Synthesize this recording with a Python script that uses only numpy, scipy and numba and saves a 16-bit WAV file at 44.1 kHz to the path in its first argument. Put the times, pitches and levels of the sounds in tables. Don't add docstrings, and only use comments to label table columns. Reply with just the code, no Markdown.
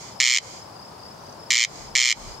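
import sys
import numpy as np
from scipy import signal
from scipy.fft import rfft, irfft
from scipy.io import wavfile
from scipy.ndimage import uniform_filter1d
from numba import njit

SR = 44100
rng = np.random.default_rng(int(sys.argv[2]) if len(sys.argv) > 2 else 0)


def volts_from_db(level):
    exponent = np.asarray(level, float) / 20
    return 10 ** exponent


def log_audio(samples):
    frames = np.atleast_2d(samples).T
    limited = np.clip(frames, -1, 1)
    pcm = np.round(limited * 32767).astype(np.int16)
    wavfile.write(sys.argv[1], SR, pcm)


N = 105840
LEAD = int(.3 * SR)
T60 = np.log(1000)

# start_s, snaps, mean_gap_ms, snaps_until_limp_evens_out, last_gap_drag_ms
RASPS = [
    (-.245, 18, 8.35, 14, 2),
    (.2013, 23, 8.12, 47, 4.3),
    (1.505, 18, 8.35, 14, 2),
    (1.9524, 22, 8.14, 47, 1.8),
]
RASP_LEVELS = [-10.5, -11.5, -12, -12]
# pitch_hz, level_db, t60_ms
WINDPIPE_MODES = [(1940, 5, 6.9), (2388, 5, 13.6), (3150, 9, 6.1), (3485, 6.5, 7.4), (4200, 9, 2.9),
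                  (4780, 11, 3.1), (5210, 2, 2.7), (5830, 2, 6.9), (6610, 6, 4.95), (7800, -2, 3)]
# pitch_hz, level_db, t60_ms
FRINGE_MODES = [(1274, -17.5, 23.5), (8520, -10, 3.1), (8820, -9.5, 1.5), (10300, -13.5, 2.1),
                (11500, -26, 1.9), (14600, -36, 1.4)]
# frequency_hz, level_db
HEDGE_COLOUR = [(1500, -7.5), (3000, -8.5), (5500, -1.5), (9000, 3)]
# start_s, level_db
LOW_CHIRPS = [
    (.012, -51),
    (.498, -45),
    (.755, -44),
    (.99, -45),
    (1.25, -47),
    (1.745, -45),
    (2.275, -44),
]
# start_s, level_db
HIGH_CHIRPS = [(.118, -47), (.582, -47), (.81, -47), (1.042, -47), (1.392, -47), (1.61, -47), (1.84, -47),
               (2.305, -47)]
# time_s, level_db
GUSTS = [
    (0, -65),
    (.45, -75),
    (.6, -87),
    (1.6, -72),
    (1.85, -51),
    (2.1, -63),
    (2.3, -39.5),
    (2.4, -55),
]
# frequency_hz, level_db per Hz
FAR_SPECTRUM = [(15, -57), (25, -24), (114, -0.5), (293, -7), (962, -3), (2100, -21), (6500, -24),
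                (15000, -35.5)]
# frequency_hz, likeness_0_to_1
FAR_LIKENESS = [(60, 1), (130, .89), (290, 0.8), (640, 0.24), (1400, 0.14)]
# frequency_hz, left_minus_right_db
FAR_BALANCE = [(60, 1), (200, 1), (380, 3), (700, 5), (1290, 5), (2380, .5), (4400, 1.5), (15000, 2)]


def crake():
    out = np.zeros(N + LEAD)
    limp_ms = np.array([-1.28, -.25, 1.53])
    flutter_habit = rng.standard_normal(300)
    for (start, count, gap_ms, even, drag_ms), level_db in zip(RASPS, RASP_LEVELS):
        k = np.arange(round(count))
        gaps_ms = gap_ms + limp_ms[k % 3] * np.clip(1 - k / even, 0, 1)
        gaps_ms -= .72 * (k == 0)
        gaps_ms += drag_ms * np.exp(np.minimum(k - len(k) + 2, 0) / .78)
        times = start + (np.cumsum(gaps_ms) - gaps_ms) / 1000
        for j in k:
            late = 1 - np.exp(-j / 4.5)
            tired_db = .2 * drag_ms ** 2 * (j == k[-1])
            db = level_db + 7 * late - tired_db + .5 * rng.standard_normal()
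            add(out, volts_from_db(db) * crake_snap(late, flutter_habit), times[j] + LEAD / SR)
    return out


def crake_snap(late, flutter_habit):
    body = band(ring(WINDPIPE_MODES, late), 1720, 7420, order=7)
    body = band(body, 2500, 15700, order=2)
    low = band(ring(FRINGE_MODES[:1], late), 950, 1500, order=3)
    high = band(ring(FRINGE_MODES[1:], late), 7650, 15000, order=4)
    push = syrinx_push(late, flutter_habit)
    return 10 * unit(signal.fftconvolve(push, body + low + high))


def syrinx_push(late, flutter_habit):
    ms = np.arange(len(flutter_habit)) * 1000 / SR
    habit_share = .75
    fresh = rng.standard_normal(len(ms))
    push = np.sqrt(habit_share) * flutter_habit + np.sqrt(1 - habit_share) * fresh
    push *= np.exp(-(ms / 2.43) ** 2)
    first_db, late_db = -18, -25.5
    push *= volts_from_db(first_db + (late_db - first_db) * late)
    trips = np.arange(4)
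    back_ms = trips * (.96 + .03 * rng.standard_normal(4))
    push[(back_ms * SR / 1000).astype(int)] += volts_from_db(-3 * trips)
    return push


def ring(modes, late):
    hz, db, t60_ms = np.array(modes, float).T[:, :, None]
    t = np.arange(900) / SR
    detune, scatter = rng.standard_normal((2, len(modes), 1))
    throat_db = 4 * late * np.sign(hz - 2200) * (abs(hz - 2200) < 400)
    gain = volts_from_db(db + 1.2 * scatter + throat_db)
    tone = np.sin(2 * np.pi * hz * (1 + .01 * detune) * t)
    return -np.sum(gain * tone * np.exp(-T60 * t * 1000 / t60_ms), axis=0)


def meadow(bird):
    t = np.arange(int(.4 * SR)) / SR
    shape = (2, len(t))
    grass = band(rng.standard_normal(shape), 3920, 14400, order=1) * np.exp(-t * 1000 / 3.4)
    near = rng.standard_normal(shape) * np.exp(-T60 * t / .08)
    ir = volts_from_db(-7.5) * unit(grass) + volts_from_db(-15) * unit(near)
    ir[:, 0] = 1
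    hedge_s, spread_s = .2, .071
    hedge = rng.standard_normal(shape) * np.exp(-((t - hedge_s) / spread_s) ** 2)
    echo = volts_from_db(-28.5) * pan(-2.5) * colour(unit(hedge), HEDGE_COLOUR)
    ir = ir * pan(-1.5) + echo
    return signal.fftconvolve(bird[None], ir, axes=1)[:, LEAD:LEAD + N]


def crickets():
    return wide(cricket(LOW_CHIRPS, 4780, 480), 1.5) + wide(cricket(HIGH_CHIRPS, 5200, 120), 1.5)


def cricket(chirps, pitch_hz, fall_hz):
    out = np.zeros(N)
    for start, level_db in chirps:
        for k, (louder, sharper, later) in enumerate(rng.standard_normal((3, 3))):
            sound = stroke(pitch_hz + 25 * sharper, fall_hz, .022)
            add(out, volts_from_db(level_db + 1.5 * louder) * sound, start + k * .032 + .001 * later)
    return out


def trill():
    out = np.zeros(N)
    last_s, gap_s = 1.323, .0295
    for k in range(7):
        tick = stroke(5950 - 40 * k, 1040, .0084)
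        add(out, volts_from_db(-45 - 1.5 * k) * tick, last_s - k * gap_s)
    return wide(out, 1.3)


def chorus():
    blur = unit(band(rng.standard_normal((2, N)), 4550, 5350, order=2)) * np.sqrt(N)
    return blur * volts_from_db(-54 + .92 * walk(29.8))


def breeze():
    x = colour(rng.standard_normal((2, N)), [(12, -65), (30, 9), (70, 0), (140, -16), (400, -96)])
    x = x[0] + .75 * x[1] * np.array([[1], [-1]])
    s, db = np.array(GUSTS).T
    gust_db = np.interp(np.arange(N) / SR, s, db)
    return unit(x) * np.sqrt(N) * volts_from_db(gust_db + 2.4 * walk(6))


def distance():
    f = np.fft.rfftfreq(N, 1 / SR)
    alike = np.clip(on_log(FAR_LIKENESS, f), 0, 1)
    a, b = rfft(rng.standard_normal((2, N)))
    shared, apart = np.sqrt(1 + alike) * a, np.sqrt(1 - alike) * b
    half_db = on_log(FAR_BALANCE, f) / 2
    spec = np.array([shared + apart, shared - apart])
    spec *= volts_from_db(on_log(FAR_SPECTRUM, f)) * volts_from_db(np.array([half_db, -half_db])) * (f > 20)
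    octave, swell = np.log2(np.maximum(f, 1) / 30), walk(.53)
    out = np.zeros((2, N))
    for k in range(11):
        layer = irfft(spec * np.clip(1 - abs(octave - k), 0, 1), N)
        out += layer * volts_from_db(1.5 * swell + .27 * walk(9))
    return out * volts_from_db(-44) / np.sqrt(np.mean(out.mean(0) ** 2))


def stroke(pitch_hz, fall_hz, length_s):
    u = np.arange(int(length_s * SR)) / (length_s * SR)
    phase = 2 * np.pi * np.cumsum(pitch_hz + fall_hz * (.5 - u)) / SR
    return np.sqrt(2) * np.sin(np.pi * u) * np.sin(phase)


def wide(x, left_minus_right_db):
    ir = .6 * unit(rng.standard_normal((2, 900)) * np.exp(-np.arange(900) / 200))
    ir[0, 0], ir[1, 5] = .8, .8
    return signal.fftconvolve(x[None], ir, axes=1)[:, :N] * pan(left_minus_right_db)


def pan(db):
    return volts_from_db(np.array([[db / 2], [-db / 2]]))


def add(out, x, s):
    i = int(s * SR)
    out[i:i + len(x)] += x[:max(len(out) - i, 0)]


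def walk(rate_hz):
    k = int(SR / rate_hz)
    steps = np.repeat(rng.standard_normal(N // k + 1), k)
    return .46 * uniform_filter1d(uniform_filter1d(steps, k), k)[:N]


def unit(x):
    return x / np.sqrt(np.sum(x ** 2, axis=-1, keepdims=True))


def band(x, lo_hz, hi_hz, order):
    return signal.sosfilt(signal.butter(order, [lo_hz, hi_hz], "bandpass", fs=SR, output="sos"), x)


def on_log(table, hz):
    t = np.array(table, float)
    return np.interp(np.log(np.maximum(hz, 1)), np.log(t[:, 0]), t[:, 1])


def colour(x, table):
    n = x.shape[-1]
    return irfft(rfft(x) * volts_from_db(on_log(table, np.fft.rfftfreq(n, 1 / SR))), n)


def scene():
    return meadow(crake()) + crickets() + trill() + chorus() + breeze() + distance()


@njit
def follow(x, up, down):
    e, y = x[0], np.empty(len(x))
    for i in range(len(x)):
        e += (x[i] - e) * (up if x[i] > e else down)
        y[i] = e
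    return y


def gain_control(x):
    threshold_db, ratio, attack_s, release_s = -34, 1.7, .022, .019
    held = np.sqrt(uniform_filter1d(np.mean(x ** 2, axis=0), size=441, origin=220) + 1e-12)
    over_db = np.maximum(20 * np.log10(held) - threshold_db, 0) * (1 - 1 / ratio)
    return x * volts_from_db(-follow(over_db, 1 / (attack_s * SR), 1 / (release_s * SR)))


def low_pass(x):
    return signal.sosfilt(signal.butter(12, 16520, fs=SR, output="sos"), x)


def record(dry):
    treble_limit = signal.ellip(8, .2, 60, 15700, fs=SR, output="sos")
    mix = signal.sosfilt(treble_limit, gain_control(dry))
    return low_pass(mix)


dry = scene()
out = record(dry)
log_audio(out)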